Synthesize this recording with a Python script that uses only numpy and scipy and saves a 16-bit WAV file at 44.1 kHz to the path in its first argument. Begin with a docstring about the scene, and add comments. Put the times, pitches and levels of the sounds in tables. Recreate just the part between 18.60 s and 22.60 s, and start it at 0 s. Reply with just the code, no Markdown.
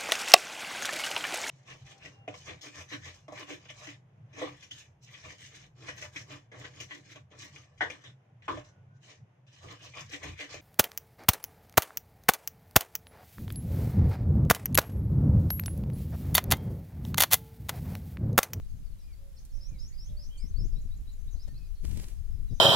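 """A dry field edged with trees. Small birds sing near-sine notes: rising whistles, hooked chirps and
upslurs, with sparrows, thin piping and a dove further off, all scattered by ground and trees.
A lapwing close by preens, then shakes out its feathers: barbs rub in a short fluttering burst.
Light wind rumbles on each microphone port in turn. Two dull bumps sound before the shake.
Underneath lie a faint hiss and a thin electrical whine."""
import sys
import numpy as np
from scipy import signal
from scipy.fft import rfft, irfft
from scipy.io import wavfile
from scipy.ndimage import uniform_filter1d

SR = 44100
rng = np.random.default_rng(int(sys.argv[2]) if len(sys.argv) > 2 else 0)


def materialize(psi):
    """Save the field psi as 16-bit PCM at rate SR to the path in sys.argv[1].

    A 1-D psi becomes a single channel; in a 2-D psi each row is a channel.
    """
    bounded = np.clip(np.atleast_2d(psi).T, -1, 1)
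    quanta = np.round(bounded * 32767).astype(np.int16)
    wavfile.write(sys.argv[1], SR, quanta)


N = 176400
T = np.arange(N) / SR

# Rising whistles: start_s, length_s, start_hz, shelf_hz, top_hz, level_db
WHISTLES = [(1.004, 0.1, 4830, 5480, 6450, -49.5), (1.182, 0.12, 4740, 5440, 6630, -48.5),
            (1.375, 0.11, 4720, 5450, 6510, -49), (1.564, 0.13, 4330, 5160, 6260, -52.5),
            (1.775, .13, 4240, 5224, 6220, -53.5), (1.959, 0.12, 4200, 5190, 6510, -51)]
# Note envelope: length_frac, gain_db
WHISTLE_SWELL = [(0, -12), (.2, -8.5), (.48, -7.5), (.68, -12.5), (1, -12)]
# Fraying of the voice: length_frac, warble_frac
WHISTLE_RASP = [(.52, .005), (.75, .03), (1, .02)]
def whistles(shelf_rise=.0292):
    """Each whistle climbs to a shelf, lingers, then frays as it sweeps up to a thin top."""
    out = np.zeros(N)
    for start_s, length_s, start_hz, shelf_hz, top_hz, level_db in WHISTLES:
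        u = progress(length_s)
        corners_hz = [start_hz, shelf_hz * (1 - shelf_rise), shelf_hz * (1 + shelf_rise), top_hz, top_hz]
        pitch_hz = uniform_filter1d(np.interp(u, [0, .27, .58, .84, 1], corners_hz), size=400)
        sing(out, start_s, pitch_hz, level_db + along(WHISTLE_SWELL, u), along(WHISTLE_RASP, u))
    return out


# Chirp contours: length_frac, pitch_ratio, gain_db
HOOK_SHAPE = [(0, .9, -10), (.2, .99, -2), (.5, 1.03, -2), (.62, 1.25, -14), (.74, 1.8, -8), (.86, 1.8, -1),
              (1, 1.64, -1)]
UPSLUR_SHAPE = [(0, .94, -7), (.35, 1, -7.5), (.75, 1.07, -4), (1, 1.4, -13)]
# Chirps: start_s, length_s, pitch_hz, level_db
HOOKS = [(2.148, 0.079, 3890, -64.5), (2.303, 0.079, 3890, -66), (2.464, .078, 3955, -65.5),
         (2.666, 0.055, 3760, -65.5)]
UPSLURS = [(2.794, .047, 5020, -56), (2.941, .051, 4220, -59.5), (3.978, 0.043, 3780, -63)]
def chirps():
    """Hooks leap in pitch and curl back; upslurs rise and fade."""
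    return notes(HOOKS, HOOK_SHAPE) + notes(UPSLURS, UPSLUR_SHAPE)


# Barb friction spectrum: freq_hz, gain_db
FEATHER_SPECTRUM = [(350, 9), (600, -3), (1230, -7.5), (2400, -3), (3470, -5.5), (8070, -2), (15500, -10.5)]
# Vigour of the shake: time_s, level_db
SHAKE = [(3.19, -95), (3.245, -55.5), (3.37, -54), (3.435, -50.5), (3.46, -57.5), (3.5, -56.5), (3.6, -75)]
# Flicks and preening ticks: peak_s, level_db, decay_s, treble_db
FLICKS = [(.851, -56, 0.01, 24), (3.2516, -40.5, 0.0019, -0.5), (3.313, -46, 0.0028, 5),
          (3.3733, -41.5, 0.0039, 9), (3.398, -43, 0.003, 2), (3.4429, -43.5, 0.0018, -4),
          (3.485, -47.5, .0022, 11), (3.519, -59, .0018, -1)]
def feathers(snap_rise_s=.00031, brush_rise_s=.0043, brush_db=-9, pivot_hz=5400):
    """Barbs rub in dense tiny clicks; feathers brush together, then snap in each wing or tail flick."""
    barbs = stereo(clicks(per_s=8100, spread_db=1.5), shared_power=.58)
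    rub = signal.sosfilt(butter(310, "high"), colour(barbs, FEATHER_SPECTRUM))
    dull = signal.sosfilt(butter(pivot_hz), rub)
    bright = signal.sosfilt(butter(pivot_hz, "high"), rub)
    shaking = (T > SHAKE[0][0]) & (T < SHAKE[-1][0])
    out = rub * from_db(along(SHAKE, T)) * shaking
    for peak_s, level_db, decay_s, treble_db in FLICKS:
        snap = spike(peak_s, snap_rise_s, decay_s)
        brush = from_db(brush_db) * spike(peak_s, brush_rise_s, decay_s)
        out += from_db(level_db) * np.maximum(snap, brush) * unit_rms(dull - from_db(treble_db) * bright)
    return out


# Chips: start_s, length_s, start_hz, end_hz, level_db, warble_frac
CHIPS = [(.53, .014, 4450, 4600, -68.5, 0.011), (.76, 0.044, 5370, 6110, -64, 0.19),
         (.917, 0.081, 5710, 5840, -68.5, 0.081), (1.19, 0.018, 6850, 6040, -64.5, .013),
         (1.296, .05, 1750, 2500, -74, 0.017), (1.322, .034, 4230, 5040, -68, 0.039),
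         (1.468, .04, 3150, 3800, -67.5, 0.029), (1.62, 0.036, 4700, 6170, -63.5, 0.2),
         (1.695, .055, 2950, 3350, -67.5, .015), (1.742, .036, 3350, 2900, -67, 0.022),
         (1.772, 0.02, 6230, 8600, -61, 0.164), (2.125, 0.0064, 5770, 4450, -62.5, .01),
         (2.717, 0.03, 6370, 6860, -64.5, 0.092), (3.9, 0.12, 5730, 6330, -70, 0.096)]
def sparrows():
    """Sparrows and other small birds give short warbled glides."""
    return glides(CHIPS)


# Coo contour: length_frac, pitch_ratio, gain_db
COO_SHAPE = [(0, .95, -14), (.2, 1, 0), (.45, 1, 0), (1, .92, -16)]
# Coos: start_s, length_s, pitch_hz, level_db
COOS = [(.57, 0.24, 555, -70.5), (.88, 0.45, 543, -75.5), (1.46, 0.28, 595.5, -69.5),
        (2.15, 0.13, 583, -75)]
def dove():
    """Low coos swell, hold and sag in pitch."""
    return notes(COOS, COO_SHAPE)


# Falling whistle contour: length_frac, pitch_ratio, gain_db
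SIGH_SHAPE = [(0, 1, -11), (.22, 1.01, -5), (.33, 1.01, -13), (.45, 1.01, -1), (.7, .94, 0), (1, .84, -5)]
# Falling whistles: start_s, length_s, pitch_hz, level_db
SIGHS = [(.422, .135, 2430, -73.5), (1.066, .124, 2420, -71.5), (1.73, .135, 2390, -70.5)]
# Pure pipes: start_s, length_s, start_hz, end_hz, level_db
PIPES = [(2.875, 0.058, 1840, 1794, -75.5), (2.95, .13, 2620, 2473, -74), (3.15, 0.052, 4560, 4300, -73),
         (3.578, 0.016, 5200, 4350, -73.5)]
def piping():
    """Thin falling notes from birds in the far trees."""
    return notes(SIGHS, SIGH_SHAPE) + glides(PIPES)


def twitter(per_s=24, centre_hz=5000, typical_s=.035):
    """Many faint birds in the trees: short gliding notes at random times and pitches."""
    out = np.zeros(N)
    for height, size, glide, loudness in rng.standard_normal((int(per_s * N / SR), 4)):
        u = progress(typical_s * 2 ** np.clip(size * .5, -1, 1))
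        octaves = .37 * np.clip(height, -1, 1) + .169 * glide * (u - .5)
        level_db = -78 + 2.5 * min(loudness, 2) - 10 * (2 * u - 1) ** 2
        sing(out, rng.uniform(0, T[-1]), centre_hz * 2 ** octaves, level_db, warble_frac=.028)
    return out


# Bump spectrum: freq_hz, gain_db
BUMP_SPECTRUM = [(150, 2.5), (800, -13.5), (1200, -26.5), (15000, -31.5)]
# Bumps: peak_s, level_db, half_length_s, left_right_db, cutoff_hz
BUMPS = [(2.757, -53, 0.018, 12, 690), (2.884, -50, 0.0094, 13.5, 11000)]
def bumps():
    """Short, dull noise bursts; a higher cutoff lets more grit through."""
    thud = colour(rng.standard_normal((2, N)), BUMP_SPECTRUM)
    out = np.zeros((2, N))
    for peak_s, level_db, half_length_s, left_right_db, cutoff_hz in BUMPS:
        envelope = from_db(level_db) * pan(left_right_db) * bell(peak_s, half_length_s)
        out += envelope * signal.sosfilt(butter(cutoff_hz), thud)
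    return out


# Wind strength per port: time_s, level_db
WIND_LEFT = [(.08, -34.5), (.7, -45.5), (1.5, -39.5), (1.8, -33), (2, -24), (2.17, -27), (2.47, -38.5),
             (2.62, -30.5), (3.13, -35.5), (3.25, -29), (3.5, -34.5), (3.65, -26.5), (3.94, -31)]
WIND_RIGHT = [(.2, -39.5), (.35, -45.5), (.86, -44.5), (0.939, -32.5), (1.15, -35.5), (1.8, -39.5),
              (2.35, -35), (2.6, -42.5), (3.85, -43)]
# Rumble spectrum: freq_hz, gain_db
WIND_SPECTRUM = [(20, 4), (70, -10), (110, -19), (180, -28), (800, -71.5), (4000, -110)]
def wind(lump_db=4, lump_rate_hz=17.6, puff_db=7, puff_rate_hz=10.6, split_hz=97):
    """Lumpy wind rumble, separate at each port; its upper band comes in short puffs."""
    ports = (WIND_LEFT, WIND_RIGHT)
    strength = from_db([along(port, T) + lump_db * np.tanh(drift(lump_rate_hz)) for port in ports])
    rumble = even_noise(WIND_SPECTRUM, window_samples=6000)
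    low = signal.sosfiltfilt(butter(split_hz), rumble)
    puffs = from_db([puff_db * np.minimum(drift(puff_rate_hz), 2) for _ in ports])
    return strength * (low + unit_rms(puffs) * (rumble - low))


# Eddy spectrum: freq_hz, gain_db
EDDY_SPECTRUM = [(35, -6.5), (110, 7.5), (300, -13), (600, -28), (1500, -73)]
# Sharp eddies: peak_s, half_length_s, level_db, left_right_db
EDDIES = [(1.127, 0.011, -42.5, -3.5), (1.512, 0.019, -48, -14.5), (1.85, .016, -47.5, 18),
          (2.021, 0.05, -43.5, 23.5), (2.176, 0.013, -48, 19), (3.248, 0.013, -42.5, 18.5),
          (3.383, 0.031, -44, 18), (3.807, 0.051, -48.5, 5.5), (3.926, 0.016, -39, 23.5)]
def eddies():
    """Brief whirls of air thump against one port or the other."""
    whirl = even_noise(EDDY_SPECTRUM, window_samples=int(.03 * SR))
    return whirl * sum(from_db(level_db) * pan(left_right_db) * bell(peak_s, half_length_s)
                       for peak_s, half_length_s, level_db, left_right_db in EDDIES)


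# Open-air spectrum: freq_hz, gain_db
AIR_SPECTRUM = [(120, -1), (250, -13), (1000, -26), (6000, -28.5), (12000, -31), (15500, -35)]
def air(level_db=-60):
    """Distant murmur of open air with a faint hiss."""
    noise = stereo(rng.standard_normal((3, N)), shared_power=.15)
    return from_db(level_db) * pan(.4) * colour(noise, AIR_SPECTRUM)


def whine(centre_hz=11516.4, step_hz=599.9, centre_db=-86, fall_db=2):
    """Electrical whine: nine evenly spaced tones, weaker away from the centre."""
    out = np.zeros(N)
    for k in range(-4, 5):
        phase = 2 * np.pi * ((centre_hz + k * step_hz) * T + rng.random())
        out += np.sqrt(2) * from_db(centre_db - fall_db * abs(k)) * np.sin(phase)
    return out


def field(x, wet_db, lag_s=.00018, t60_s=.23, onset_s=.00057):
    """Direct sound plus a dying scatter from ground and trees, different at each port."""
    t = T[:SR]
    tail = rng.standard_normal((2, SR)) * from_db(-60 * t / t60_s) * (1 - np.exp(-t / onset_s))
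    tail /= np.sqrt(np.sum(tail ** 2, axis=1, keepdims=True))
    scatter = signal.fftconvolve(x[None], tail, axes=1)[:, :N]
    return delay_left([x, x], lag_s) + from_db(wet_db) * scatter


def sing(out, start_s, pitch_hz, level_db, warble_frac=0, quaver_frac=.004, flutter_db=1.3, rate_hz=140):
    """Add one soft-ended sine note to out, wavering at random in pitch and level."""
    i, n = int(start_s * SR), len(pitch_hz)
    knots = np.arange(n) / SR * rate_hz * 2
    waver, flutter = (np.interp(knots, np.arange(256), row) for row in rng.standard_normal((2, 256)))
    phase = 2 * np.pi * np.cumsum(pitch_hz * (1 + (quaver_frac + warble_frac) * waver)) / SR
    envelope = from_db(level_db + flutter_db * flutter) * signal.windows.tukey(n, .1)
    note = np.sqrt(2) * envelope * np.sin(phase)
    out[i:i + n] += note[:max(N - i, 0)]


def notes(rows, shape):
    """One bird repeats its contour at different pitches and lengths."""
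    out = np.zeros(N)
    for start_s, length_s, pitch_hz, level_db in rows:
        u = progress(length_s)
        sing(out, start_s, pitch_hz * along(shape, u), level_db + along(shape, u, column=2))
    return out


def glides(rows):
    """Straight glides that swell and fade; the warble column is optional."""
    out = np.zeros(N)
    for start_s, length_s, start_hz, end_hz, level_db, *warble in rows:
        u = progress(length_s)
        sing(out, start_s, start_hz + (end_hz - start_hz) * u, level_db - 6 * (2 * u - 1) ** 2, *warble)
    return out


def clicks(per_s, spread_db):
    """Three independent streams of uneven clicks."""
    impulses = (rng.random((3, N)) < per_s / SR) * rng.choice([-1, 1], (3, N))
    return impulses * from_db(spread_db * np.minimum(rng.exponential(1, (3, N)), 5))


def colour(x, spectrum, low_cut_hz=14):
    """Apply a smooth spectrum and cut the infrasound; rms 1."""
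    hz = np.arange(N // 2 + 1) * SR / N + .0013   # offset avoids log(0)
    points_hz, points_db = np.transpose(spectrum)
    gain = from_db(np.interp(np.log(hz), np.log(points_hz), points_db))
    return unit_rms(irfft(rfft(x) * gain / np.sqrt(1 + (low_cut_hz / hz) ** 6), N))


def even_noise(spectrum, window_samples):
    """Coloured stereo noise divided by its running rms."""
    noise = colour(rng.standard_normal((2, N)), spectrum)
    return noise / np.sqrt(uniform_filter1d(noise ** 2, size=window_samples))


def drift(rate_hz):
    """Slow random wander; rms 1."""
    pole = np.exp(-2 * np.pi * rate_hz / SR)
    return unit_rms(signal.lfilter([1], [1, -2 * pole, pole * pole], rng.standard_normal(N + SR))[SR:])


def stereo(streams, shared_power):
    """Mix one shared stream with one for each side."""
    return np.sqrt(shared_power) * streams[0] + np.sqrt(1 - shared_power) * streams[1:]


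def delay_left(x, lag_s):
    """Sound reaches the right port first."""
    return np.array([np.interp(T - lag_s, T, x[0]), x[1]])


def spike(peak_s, rise_s, decay_s):
    return np.exp(np.maximum(np.minimum((T - peak_s) / rise_s, (peak_s - T) / decay_s), -20))


def bell(peak_s, half_length_s):
    return np.exp(-np.minimum(((T - peak_s) / half_length_s) ** 2, 20))


def progress(length_s):
    return np.linspace(0, 1, int(length_s * SR))


def along(rows, at, column=1):
    rows = np.array(rows)
    return np.interp(at, rows[:, 0], rows[:, column])


def butter(cutoff_hz, kind="low"):
    return signal.butter(2, cutoff_hz, kind, fs=SR, output="sos")


def pan(left_right_db):
    return from_db(np.array([[left_right_db], [-left_right_db]]) / 2)


def from_db(db):
    return 10 ** (np.asarray(db) / 20)


def unit_rms(x):
    return x / np.sqrt(np.mean(x ** 2) + 1e-20)


def scene():
    """Air, whine and wind under the close feathers, two bumps and the birds of the field."""
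    bed = air() + whine() + wind() + eddies()
    close = delay_left(feathers(), lag_s=.00009) + bumps()
    songs = field(whistles() + chirps() + dove(), wet_db=-3)
    pipers = field(piping(), wet_db=-7, lag_s=.00004)   # almost straight ahead
    chatter = field(sparrows() + twitter(), wet_db=1.5)
    return bed + close + songs + pipers + chatter


def record(dry):
    """Steep low-pass at 15850 Hz."""
    return signal.sosfilt(signal.ellip(12, .1, 80, 15850, fs=SR, output="sos"), dry)


dry = scene()
out = record(dry)
materialize(out)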